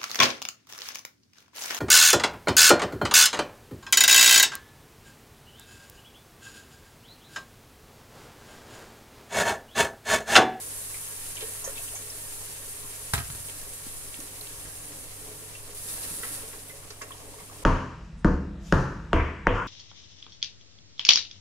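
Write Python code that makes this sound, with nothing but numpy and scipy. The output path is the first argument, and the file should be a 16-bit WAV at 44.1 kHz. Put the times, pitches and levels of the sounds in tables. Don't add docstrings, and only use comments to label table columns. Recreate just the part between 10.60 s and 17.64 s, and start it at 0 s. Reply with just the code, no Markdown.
import sys
import numpy as np
from scipy import signal
from scipy.fft import rfft, irfft, next_fast_len
from scipy.io import wavfile

SR = 44100
rng = np.random.default_rng(int(sys.argv[2]) if len(sys.argv) > 2 else 0)


def volts_from_decibels(level):
    exponent = np.asarray(level, float) / 20
    return 10 ** exponent


def transcribe(signal):
    frames = np.atleast_2d(signal).T
    limited = np.clip(frames, -1, 1)
    pcm = np.round(limited * 32767).astype(np.int16)
    wavfile.write(sys.argv[1], SR, pcm)


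N = 310391

# pitch_hz, likeness (0 to 1)
PORT_LIKENESS = [(30, .72), (60, .8), (130, .92), (290, .96), (420, .85), (600, .5), (1000, .3),
                 (2000, .12), (4000, .04), (15000, .02)]
# pitch_hz, level_db
PORT_BALANCE = [(25, .4), (80, -1.3), (250, .7), (1000, .3), (2000, -.6), (4000, .7), (9000, .3),
                (13000, -3.5)]
LEFT_LAG = 5
MIC_HISS_DB, MIC_HISS_HZ = -60.5, 3000
PORT_HZ, PORT_WIDTH_HZ, PORT_GAIN = 13100, 660, 1.8
TOP_CUT_HZ = 15740
WALL_TRIPS = [.0083, .0091, .0107, .0119, .0131, .0143, .0157, .0173, .0187, .0199, .0217, .0233, .0251,
              .0269, .0283, .0307]
KITCHEN_T60_S, WALL_CUT_HZ = 0.41, 4200
# pitch_hz, level_db (per Hz)
ROOM_COLOUR = [(14, 12.5), (24, -4.5), (32, -2), (42, -13), (55, -6.5), (75, -12.5), (120, -13), (150, -13),
               (220, -25.5), (294, -20.5), (418, -20.5), (800, -22.5), (1100, -17.5), (1500, -35)]
ROOM_DB = -50
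# pitch_hz, level_db
FRIDGE_HUM = [(100.6, -53.5), (50, -62.5), (147.5, -62.5)]

# start_s, crack_db, thud_db
TUB_TOUCHES = [
    (2.5358, -12, -20),
    (2.548, -21, -34),
    (2.556, -27, -52),
    (2.566, -28, -43),
    (2.578, -22, -27),
    (2.586, -26, -40),
    (2.601, -29, -29.5),
    (2.701, -31.5, -36),
    (2.749, -36, -47),
    (2.8, -50, -43),
]
# pitch_hz, level_db, t60_s (shortened to 0.15 of this when it rings)
TUB_SHELL = [(666, -6, 0.4), (800, -5, 0.37), (1265, 2, 0.54), (1480, -13, 0.35), (1620, -1, 0.43),
             (1870, -8, 0.8), (2400, -1, 0.32), (2640, -28, 0.27), (3100, -1, 0.12), (3585, -14, 0.25),
             (4240, -15, 0.19), (5200, -22, 0.2), (2130, -13, 0.18), (1060, -15, 0.22)]
# pitch_hz, level_db, t60_s
COUNTER_MODES = [(42, -7, 0.18), (57.3, -2.5, 0.26), (84.8, 5.5, 0.09), (109, 13.5, 0.053),
                 (140, -17, 0.12), (258.5, -17, 0.14), (423, -10.5, 0.048), (560, -30, 0.07),
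                 (684, -13, 0.17)]
SOFT_TOUCH_DULLS = 0.74

# pitch_hz, width_hz, level_db
POT_LOW_MODES = [(418.6, 32, 6.5), (486, 30, 2), (547, 36, 1.5), (630.4, 11.6, -0.5), (711, 17, -5.5)]
# pitch_hz, width_hz, level_db
POT_HIGH_MODES = [(786, 32, -2), (935, 28, 3.5), (1106, 47, 4), (1289, 23, 0), (1381, 17, 2.5),
                  (1482, 24, -1.5), (1600, 15, -1.5), (1659, 15, 3.5), (1832, 29, 4), (2070, 13, -20),
                  (2300, 72, -0.5), (2698, 34, 4), (3057, 58, 1.5)]
# pitch_hz, width_hz, level_db
SOUP_MODES = [(147, 40, -3), (193, 12, -11), (258, 24, 1.5), (306.2, 24, 1.5)]
# start_s, effort_db
STIRRING = [(0, -3.5), (.55, -2.5), (.8, 2), (1.2, 0), (1.6, 0), (2.1, -2), (3.4, -0.5), (4.2, 5),
            (4.9, 2.5), (5.2, -5.5), (5.45, 6.5), (6.05, 1.5), (6.5, 2), (6.8, 2.5), (7.04, 11.5)]
SOUP_DB, RUMBLE_DB, SCRAPE_DB = -60, -57, -51
SOUP_FOLLOWS, RUMBLE_FOLLOWS, SCRAPE_FOLLOWS_HEAT = 0.82, 0.26, 0.73

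# start_s, level_db, pitch_hz, t60_s
SPIT_EVENTS = [(.34, -39, 2120, 0.13), (.754, -35, 6500, .05), (1.041, -29, 6400, 0.18),
               (1.156, -37, 3500, 0.065), (1.277, -36, 2720, 0.058), (1.351, -33, 6600, 0.19),
               (1.501, -31, 5500, 0.04), (3.6, -36, 13000, .05), (3.81, -32, 4150, 0.025),
               (3.808, -33, 13000, .05), (6.087, -38, 14800, .04), (6.407, -43, 9000, .037),
               (6.517, -37.5, 3140, 0.084)]
SPIT_WIDTH, SPIT_RING_DB = 0.16, -25
# start_s, level_db, pitch_hz, t60_s
SPLASH_EVENTS = [(.766, -42, 2700, 0.21), (.806, -35, 2900, 0.17), (0.817, -38.5, 1700, .08),
                 (0.749, -36, 5000, .015), (6.225, -47, 1240, 0.1), (6.095, -41, 3000, .02),
                 (.95, -43, 1000, 0.09), (1.037, -45, 900, 0.15), (1.074, -40, 1290, 0.12),
                 (1.171, -39.5, 2800, 0.13), (2.885, -36, 2470, 0.026), (2.896, -31.5, 2450, 0.02),
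                 (3.542, -31, 2450, 0.017), (3.602, -29.5, 6000, 0.019), (3.869, -36, 3000, 0.034),
                 (5.289, -42, 3650, 0.11), (5.43, -37, 3940, 0.089), (6.303, -34.5, 4440, 0.065),
                 (6.417, -34, 5260, 0.092), (6.58, -43, 5000, 0.043), (6.601, -47, 795, 0.087),
                 (6.742, -53, 810, 0.04), (6.801, -45.5, 800, 0.15), (6.91, -47.5, 900, .15)]
SPLASH_WIDTH, SPLASH_RING_DB = 0.67, -17
# start_s, level_db
SPOON_TAPS = [
    (4.053, -46),
    (5.632, -37),
    (5.928, -43),
    (6.304, -49),
    (6.414, -37.5),
    (6.505, -59),
]
TAP_HZ, TAP_WIDTH_HZ, TAP_T60_S, TAP_RING_DB = 1500, 860, 0.13, -13.5

# start_s, level_db, pitch_hz, t60_s
BUBBLE_EVENTS = [(.343, -48, 2250, .06), (.769, -30.5, 2980, 0.025), (.778, -36, 2300, 0.04),
                 (.775, -44, 980, .04), (.824, -29.5, 430, 0.065), (.838, -33, 455, .05),
                 (0.878, -36, 510, .045), (1.04, -45, 659, 0.28), (1.04, -40, 974, 0.056),
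                 (1.074, -23.5, 542, 0.041), (1.094, -36, 530, 0.037), (1.177, -34.5, 2590, 0.076),
                 (.9, -44, 540, .04), (1.062, -40, 1800, .08), (1.19, -43, 685, 0.086),
                 (1.335, -36, 660, 0.046), (1.347, -40, 770, 0.096), (1.36, -42, 2260, 0.09),
                 (3.265, -25.5, 250, 0.027), (3.588, -28, 284, 0.034), (4.635, -40, 423, .047),
                 (4.71, -38, 415, 0.087), (4.821, -40, 425, 0.12), (4.951, -34, 2686, 0.051)]
# start_s, level_db, pitch_hz
PLOP_EVENTS = [(5.459, -34, 240), (5.508, -30, 169), (5.555, -44, 300), (5.629, -35, 464),
               (6.096, -42, 425), (6.3, -41, 435), (6.555, -47, 428), (6.778, -41, 440), (5.645, -39, 740),
               (5.709, -42, 281), (5.769, -40, 548), (5.832, -34, 430), (6.48, -43, 570), (6.546, -41, 950),
               (6.605, -42, 640), (6.618, -46, 700), (6.639, -43, 410), (6.66, -52, 418), (6.686, -37, 412),
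               (6.739, -39, 915), (6.761, -40, 430), (6.92, -43, 775), (7.02, -41, 520), (7.027, -38, 990)]
PLOP_T60_S, BUBBLE_RISE = 0.056, 0.073
# start_s, level_db, pitch_hz, t60_s
WALL_PINGS = [(5.632, -35.5, 1950, 0.11), (5.632, -38, 1306, 0.11), (6.098, -40, 2040, 0.099),
              (6.13, -48, 560, 0.25), (6.304, -45, 1830, 0.1), (6.412, -33.5, 1113, 0.091),
              (6.416, -36.5, 2030, .06), (6.425, -37.5, 429, .1), (6.5065, -29, 1080, 0.034),
              (6.521, -44, 1010, .05), (6.79, -48, 2140, 0.088), (6.51, -47, 1840, 0.1),
              (6.783, -42, 1110, 0.045), (6.897, -42, 1105, 0.05)]
PING_RISE = 0.035
# start_s, level_db, pitch_hz
SOFT_THUMPS = [
    (.41, -54, 42),
    (2.685, -32, 140),
    (2.719, -24.5, 61.4),
    (2.745, -39, 115),
    (2.789, -43, 70.4),
    (3.969, -34.5, 50),
    (4.031, -37, 44.7),
    (4.6, -61, 48),
    (6.82, -37, 179),
]
THUMP_CYCLES = 11.3

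# pitch_hz, level_db (per Hz)
HISS_COLOUR = [(3500, -7.5), (5800, -4.5), (6300, 0), (7500, 2.5), (8900, 8), (10200, 9.5), (11500, 5),
               (13200, -1.5), (17000, -8)]
# pitch_hz, level_db (per Hz)
COARSE_COLOUR = [(600, -31), (1000, -12.5), (1460, -9), (2050, -4), (3500, -6), (6500, -4.5), (8500, -4),
                 (11000, -24)]
# pitch_hz, level_db (per Hz)
FLASH_COLOUR = [(3500, -14), (6000, -12.5), (7500, -8), (9000, -2.5), (10500, 0.5), (11500, -4),
                (12700, -10), (15000, -13), (17000, -18)]
# start_s, sizzle_db
FLOOR_HEAT = [(0.0, -39), (1.28, -39.5), (1.63, -41.5), (2.58, -41), (2.91, -42), (3.98, -43.5),
              (4.35, -45), (5.1, -46.5), (6.15, -50.5), (6.36, -53), (7.04, -51)]
FIZZ_DB, FIZZ_FOLLOWS = -50.5, 0.37
FLASH_START_S, FLASH_FULL_S, FLASH_END_S = 5.148, 5.35, 5.73
FLASH_DB, FLASH_SETS_IN_DB, FLASH_FALL_DB_PER_S = -40.5, -4, 38
FLASH_FIZZ_DB, FLASH_SCRAPE_DB, CHURN_DB, CHURN_LATE_S = -9, -4, -54.5, 0.1
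# start_s, rise_db
FLASH_SPURTS = [
    (5.3, 4.5),
    (5.44, 1.5),
    (5.63, 0.5),
    (5.68, 2),
    (5.745, 2),
]
SPURT_S, SPURT_FIZZ = 0.019, 2.2


def rms_one(x):
    return x / np.sqrt(np.mean(x ** 2) + 1e-20)


def in_time(rows):
    s, *columns = np.transpose(rows)
    return [np.interp(np.arange(N) / SR, s, c) for c in columns]


def at_hz(points, hz):
    points = np.array(points)
    return np.interp(np.log(hz), np.log(points[:, 0]), points[:, 1])


def shaped(x, gain_db):
    size = next_fast_len(N)
    hz = np.arange(1, size // 2 + 2) * SR / size
    return irfft(rfft(x, size) * volts_from_decibels(gain_db(hz)), size)[:, :N]


def drift(rate):
    r = np.exp(-80 * np.pi * rate / SR)
    noise = rng.standard_normal(N // 40 + 2002)
    slow = signal.lfilter([1], [1, -2 * r, r * r], noise)[2000:]
    return np.interp(np.arange(N) / 40, np.arange(len(slow)), rms_one(slow))


def resonance(x, hz, width_hz):
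    r = np.exp(-np.pi * width_hz / SR)
    feedback = [1, -2 * r * np.cos(2 * np.pi * hz / SR), r * r]
    return signal.lfilter(np.array([1, 0, -1]) * (1 - r * r) / 2, feedback, x)


def add(out, s, sound):
    i = round(s * SR)
    out[:, i:i + sound.shape[1]] += sound[:, :N - i]


def near(x):
    return np.array([np.roll(x, LEFT_LAG), x])


def spread(shared, own, hz):
    alike = np.clip(at_hz(PORT_LIKENESS, hz), 0, 1)
    tilt = volts_from_decibels(at_hz(PORT_BALANCE, hz) / 2 * np.array([[1], [-1]]))
    return tilt * (np.sqrt(alike) * near(shared) + np.sqrt(1 - alike) * own)


def tone(hz, t):
    apart = np.pi / 4 * np.clip(np.max(hz) / 1000, 0, 1)
    return np.sin(2 * np.pi * hz * t + apart * np.array([[-1], [1]]))


def puffs(count, size):
    noise = rng.standard_normal((count, 3, size))
    shared, own = noise[:, :1], noise[:, 1:]
    left = 0.36 * np.roll(shared, LEFT_LAG, axis=2) * [[1], [0]]
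    return 0.59 * own + left + 0.6 * shared * [[0], [1]]


def grains(per_s, uneven_db):
    sizes = volts_from_decibels(uneven_db * np.minimum(rng.exponential(1, N), 4)) * rng.standard_normal(N)
    stream = sizes * (rng.random(N) < per_s / SR)
    return np.array([np.roll(stream, k * N // 6) for k in range(6)]).reshape(2, 3, N)


def banded(drive, spectrum, patchy_db):
    out, together = 0, drift(21.4)
    low_hz, top_hz = spectrum[0][0], min(spectrum[-1][0], 17000)
    edges = low_hz * 2 ** np.arange(0, np.log2(top_hz / low_hz) + 1 / 3, 1 / 3)
    for k, (low, high) in enumerate(zip(edges, edges[1:])):
        band = signal.butter(2, [low, high], "band", fs=SR, output="sos")
        part = signal.sosfilt(band, drive[k % 2])
        flicker = volts_from_decibels(patchy_db * (1.4 * together + drift(13)))
        out = out + flicker * spread(part[0], part[1:], np.sqrt(low * high))
    return rms_one(shaped(out, lambda hz: at_hz(spectrum, hz)))


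def mic_hiss():
    high_pass = signal.butter(1, MIC_HISS_HZ, "high", fs=SR, output="sos")
    hiss = signal.sosfilt(high_pass, rng.standard_normal((2, N)))
    return volts_from_decibels(MIC_HISS_DB) * (hiss + PORT_GAIN * resonance(hiss, PORT_HZ, PORT_WIDTH_HZ))


def room_tone():
    t, hum = np.arange(N) / SR, 0
    for hz, db in FRIDGE_HUM:
        level = volts_from_decibels(db + 1.0 + 0.77 * drift(1.4))
        hum = hum + level * np.sin(2 * np.pi * hz * t + 0.11 * drift(6.9) + [[-.17], [.17]])
    air = banded(grains(SR, uneven_db=0.0), ROOM_COLOUR, patchy_db=1.37)
    return volts_from_decibels(ROOM_DB) * air + hum * volts_from_decibels([[-.7], [.7]])


def kitchen(x):
    size = next_fast_len(N + SR)
    w = 2 * np.pi * np.arange(size // 2 + 1) / size
    hz = w * SR / (2 * np.pi)
    t60 = KITCHEN_T60_S / (1 + hz / WALL_CUT_HZ)
    walls = np.zeros((2, len(w)), complex)
    for k, lag in enumerate(WALL_TRIPS):
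        echo = volts_from_decibels(-60 * lag / t60) * np.exp(-1j * w * round(lag * SR))
        walls[k % 2] += echo / (1 - echo) * (-1) ** (k // 2)
    return irfft(walls * rfft(x, size) * hz / (hz + 300), size)[:, :N]


def tub():
    out, t = np.zeros((2, N)), np.arange(SR // 2) / SR
    strength = rng.normal(0, 2.5, (len(TUB_TOUCHES), len(TUB_SHELL)))
    for (s, crack_db, thud_db), puff, luck in zip(TUB_TOUCHES, puffs(len(TUB_TOUCHES), len(t)), strength):
        dulled_db = SOFT_TOUCH_DULLS * (crack_db - TUB_TOUCHES[0][1])
        bright = resonance(resonance(puff, 7800, 11000), 7800, 11000)
        crack = volts_from_decibels(-14.5 + dulled_db - 60 * t / 0.13) * rms_one(bright)
        slap = volts_from_decibels(-12 - 60 * t / 0.09) * rms_one(resonance(puff, 800, 2530))
        rattle = volts_from_decibels(-16 - 60 * t / 0.052) * rms_one(resonance(puff, 3500, 2700))
        snap = volts_from_decibels(1.5 - 60 * t / 0.006) * tone(1250, t + 0.00041)
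        shell = sum(volts_from_decibels(db + g - 16.0 - 60 * t / (0.15 * t60)) * tone(hz, t)
                    for (hz, db, t60), g in zip(TUB_SHELL, luck))
        thud = 0
        for hz, db, t60 in COUNTER_MODES:
            swell = 1 - np.exp(-t * hz / 1.23)
            thud = thud + volts_from_decibels(db - 60 * t / t60) * swell * tone(hz, t + 0.0011)
        plastic = volts_from_decibels(crack_db) * (crack + slap + rattle + snap + shell)
        add(out, s, plastic - volts_from_decibels(thud_db + np.array([[-.8], [.8]])) * thud)
    return out


def flash_db(late_s):
    t = np.arange(N) / SR
    builds = np.interp(t - late_s, [FLASH_START_S - .012, FLASH_START_S, FLASH_FULL_S], [-40, FLASH_SETS_IN_DB, 0])
    spurts = sum(db * np.exp(-((t - s) / SPURT_S) ** 2) for s, db in FLASH_SPURTS)
    return builds - FLASH_FALL_DB_PER_S * np.maximum(t - FLASH_END_S, 0), spurts


def pot(drive, modes):
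    out = 0
    for k, (hz, width_hz, db) in enumerate(modes):
        part = resonance(drive[k % 2], hz, width_hz) / np.sqrt(width_hz / 30)
        out = out + volts_from_decibels(db) * spread(part[0], part[1:], hz)
    return out


def drag():
    (effort_db,), (heat_db,) = in_time(STIRRING), in_time(FLOOR_HEAT)
    slips = grains(1200, uneven_db=0.5) * volts_from_decibels(1.4 * drift(4.8))
    high = pot(grains(2500, uneven_db=2.5) * volts_from_decibels(1.2 * drift(8.7)), POT_HIGH_MODES)
    soup_level = volts_from_decibels(SOUP_DB + SOUP_FOLLOWS * effort_db - 1.0)
    rumble_level = volts_from_decibels(RUMBLE_DB + RUMBLE_FOLLOWS * effort_db + 1.0)
    heat_scrape = volts_from_decibels(SCRAPE_DB + SCRAPE_FOLLOWS_HEAT * (heat_db - heat_db.mean()))
    flash_scrape = volts_from_decibels(FLASH_DB + FLASH_SCRAPE_DB + flash_db(CHURN_LATE_S)[0])
    scrape = np.hypot(heat_scrape, flash_scrape)
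    soup = soup_level * rms_one(pot(slips, SOUP_MODES))
    rumble = rumble_level * rms_one(pot(slips[::-1], POT_LOW_MODES))
    return soup + rumble + volts_from_decibels(-6.5) * scrape * rms_one(high)


def contacts():
    out, shake, t = np.zeros((2, N)), np.zeros((2, N)), np.arange(SR // 4) / SR
    touches = ([(s, db, hz, SPIT_WIDTH * hz, t60, SPIT_RING_DB) for s, db, hz, t60 in SPIT_EVENTS]
               + [(s, db, hz, SPLASH_WIDTH * hz, t60, SPLASH_RING_DB) for s, db, hz, t60 in SPLASH_EVENTS]
               + [(s, db, TAP_HZ, TAP_WIDTH_HZ, TAP_T60_S, TAP_RING_DB) for s, db in SPOON_TAPS])
    for (s, db, hz, width_hz, t60, ring_db), puff in zip(touches, puffs(len(touches), len(t))):
        shape = volts_from_decibels(db - 2.5 - 60 * t / t60) * (1 - np.exp(-t / 0.00097))
        coloured = resonance(resonance(puff, hz, 1.2 * width_hz), hz, 1.2 * width_hz)
        add(out, s, shape * rms_one(coloured))
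        add(shake, s, shape * puff * volts_from_decibels(ring_db + 26.0))
    shake = shake + 1e-18
    high = sum(volts_from_decibels(db) * resonance(shake, hz, width_hz) for hz, width_hz, db in POT_HIGH_MODES)
    low = sum(volts_from_decibels(db) * resonance(shake[0], hz, width_hz) for hz, width_hz, db in POT_LOW_MODES)
    return out + high + near(low)


def bubbles():
    out, t = np.zeros((2, N)), np.arange(SR // 4) / SR
    rings = ([(*row, BUBBLE_RISE) for row in BUBBLE_EVENTS]
             + [(*row, PLOP_T60_S, BUBBLE_RISE) for row in PLOP_EVENTS]
             + [(*row, PING_RISE) for row in WALL_PINGS]
             + [(*row, THUMP_CYCLES / row[2], 0) for row in SOFT_THUMPS])
    for (s, db, hz, t60, rise), puff in zip(rings, puffs(len(rings), len(t))):
        swell = 1 - np.exp(-t * hz / 1.52)
        rough = 0.28 * rms_one(resonance(puff.mean(axis=0), hz, 0.33 * hz))
        ring = tone(hz * (1 + rise * t / t60 / 2), t)
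        add(out, s, volts_from_decibels(db - 60 * t / t60) * swell * (ring + rough))
    return out


def sizzle():
    sizzle_db, = in_time(FLOOR_HEAT)
    hiss_db, spurt_db = flash_db(late_s=0)
    late_db, _ = flash_db(CHURN_LATE_S)
    bright = banded(grains(20000, uneven_db=1.5), HISS_COLOUR, patchy_db=.42)
    coarse = banded(grains(8000, uneven_db=1.0), COARSE_COLOUR, patchy_db=0.75)
    flash = banded(grains(20000, uneven_db=3.5), FLASH_COLOUR, patchy_db=.7)
    churn = near(rms_one(resonance(grains(900, uneven_db=2.0)[0, 0], 210, 210)))
    simmer_db = FIZZ_DB + FIZZ_FOLLOWS * (sizzle_db - sizzle_db.mean())
    flash_fizz_db = FLASH_DB + FLASH_FIZZ_DB + hiss_db + SPURT_FIZZ * spurt_db
    fizz = np.hypot(volts_from_decibels(simmer_db + 2.0), volts_from_decibels(flash_fizz_db + 0.5))
    steam = volts_from_decibels(FLASH_DB + hiss_db + spurt_db + 4.0) * flash + volts_from_decibels(CHURN_DB + late_db) * churn
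    return volts_from_decibels(sizzle_db + 1.8 + 0.63 * drift(4.4)) * bright + fizz * coarse + steam


def scene():
    events = bubbles() + contacts() + tub()
    echoes = volts_from_decibels(-14.5) * kitchen(events.mean(axis=0))
    return events + echoes + sizzle() + drag() + room_tone() + mic_hiss()


def roll_off(x):
    return signal.sosfilt(signal.butter(12, 15830, fs=SR, output="sos"), x)


def record(dry):
    cut = shaped(dry, lambda hz: -70 * np.clip((hz - TOP_CUT_HZ) / 150, 0, 1) ** .6)
    return roll_off(cut)


dry = scene()
out = record(dry)
transcribe(out)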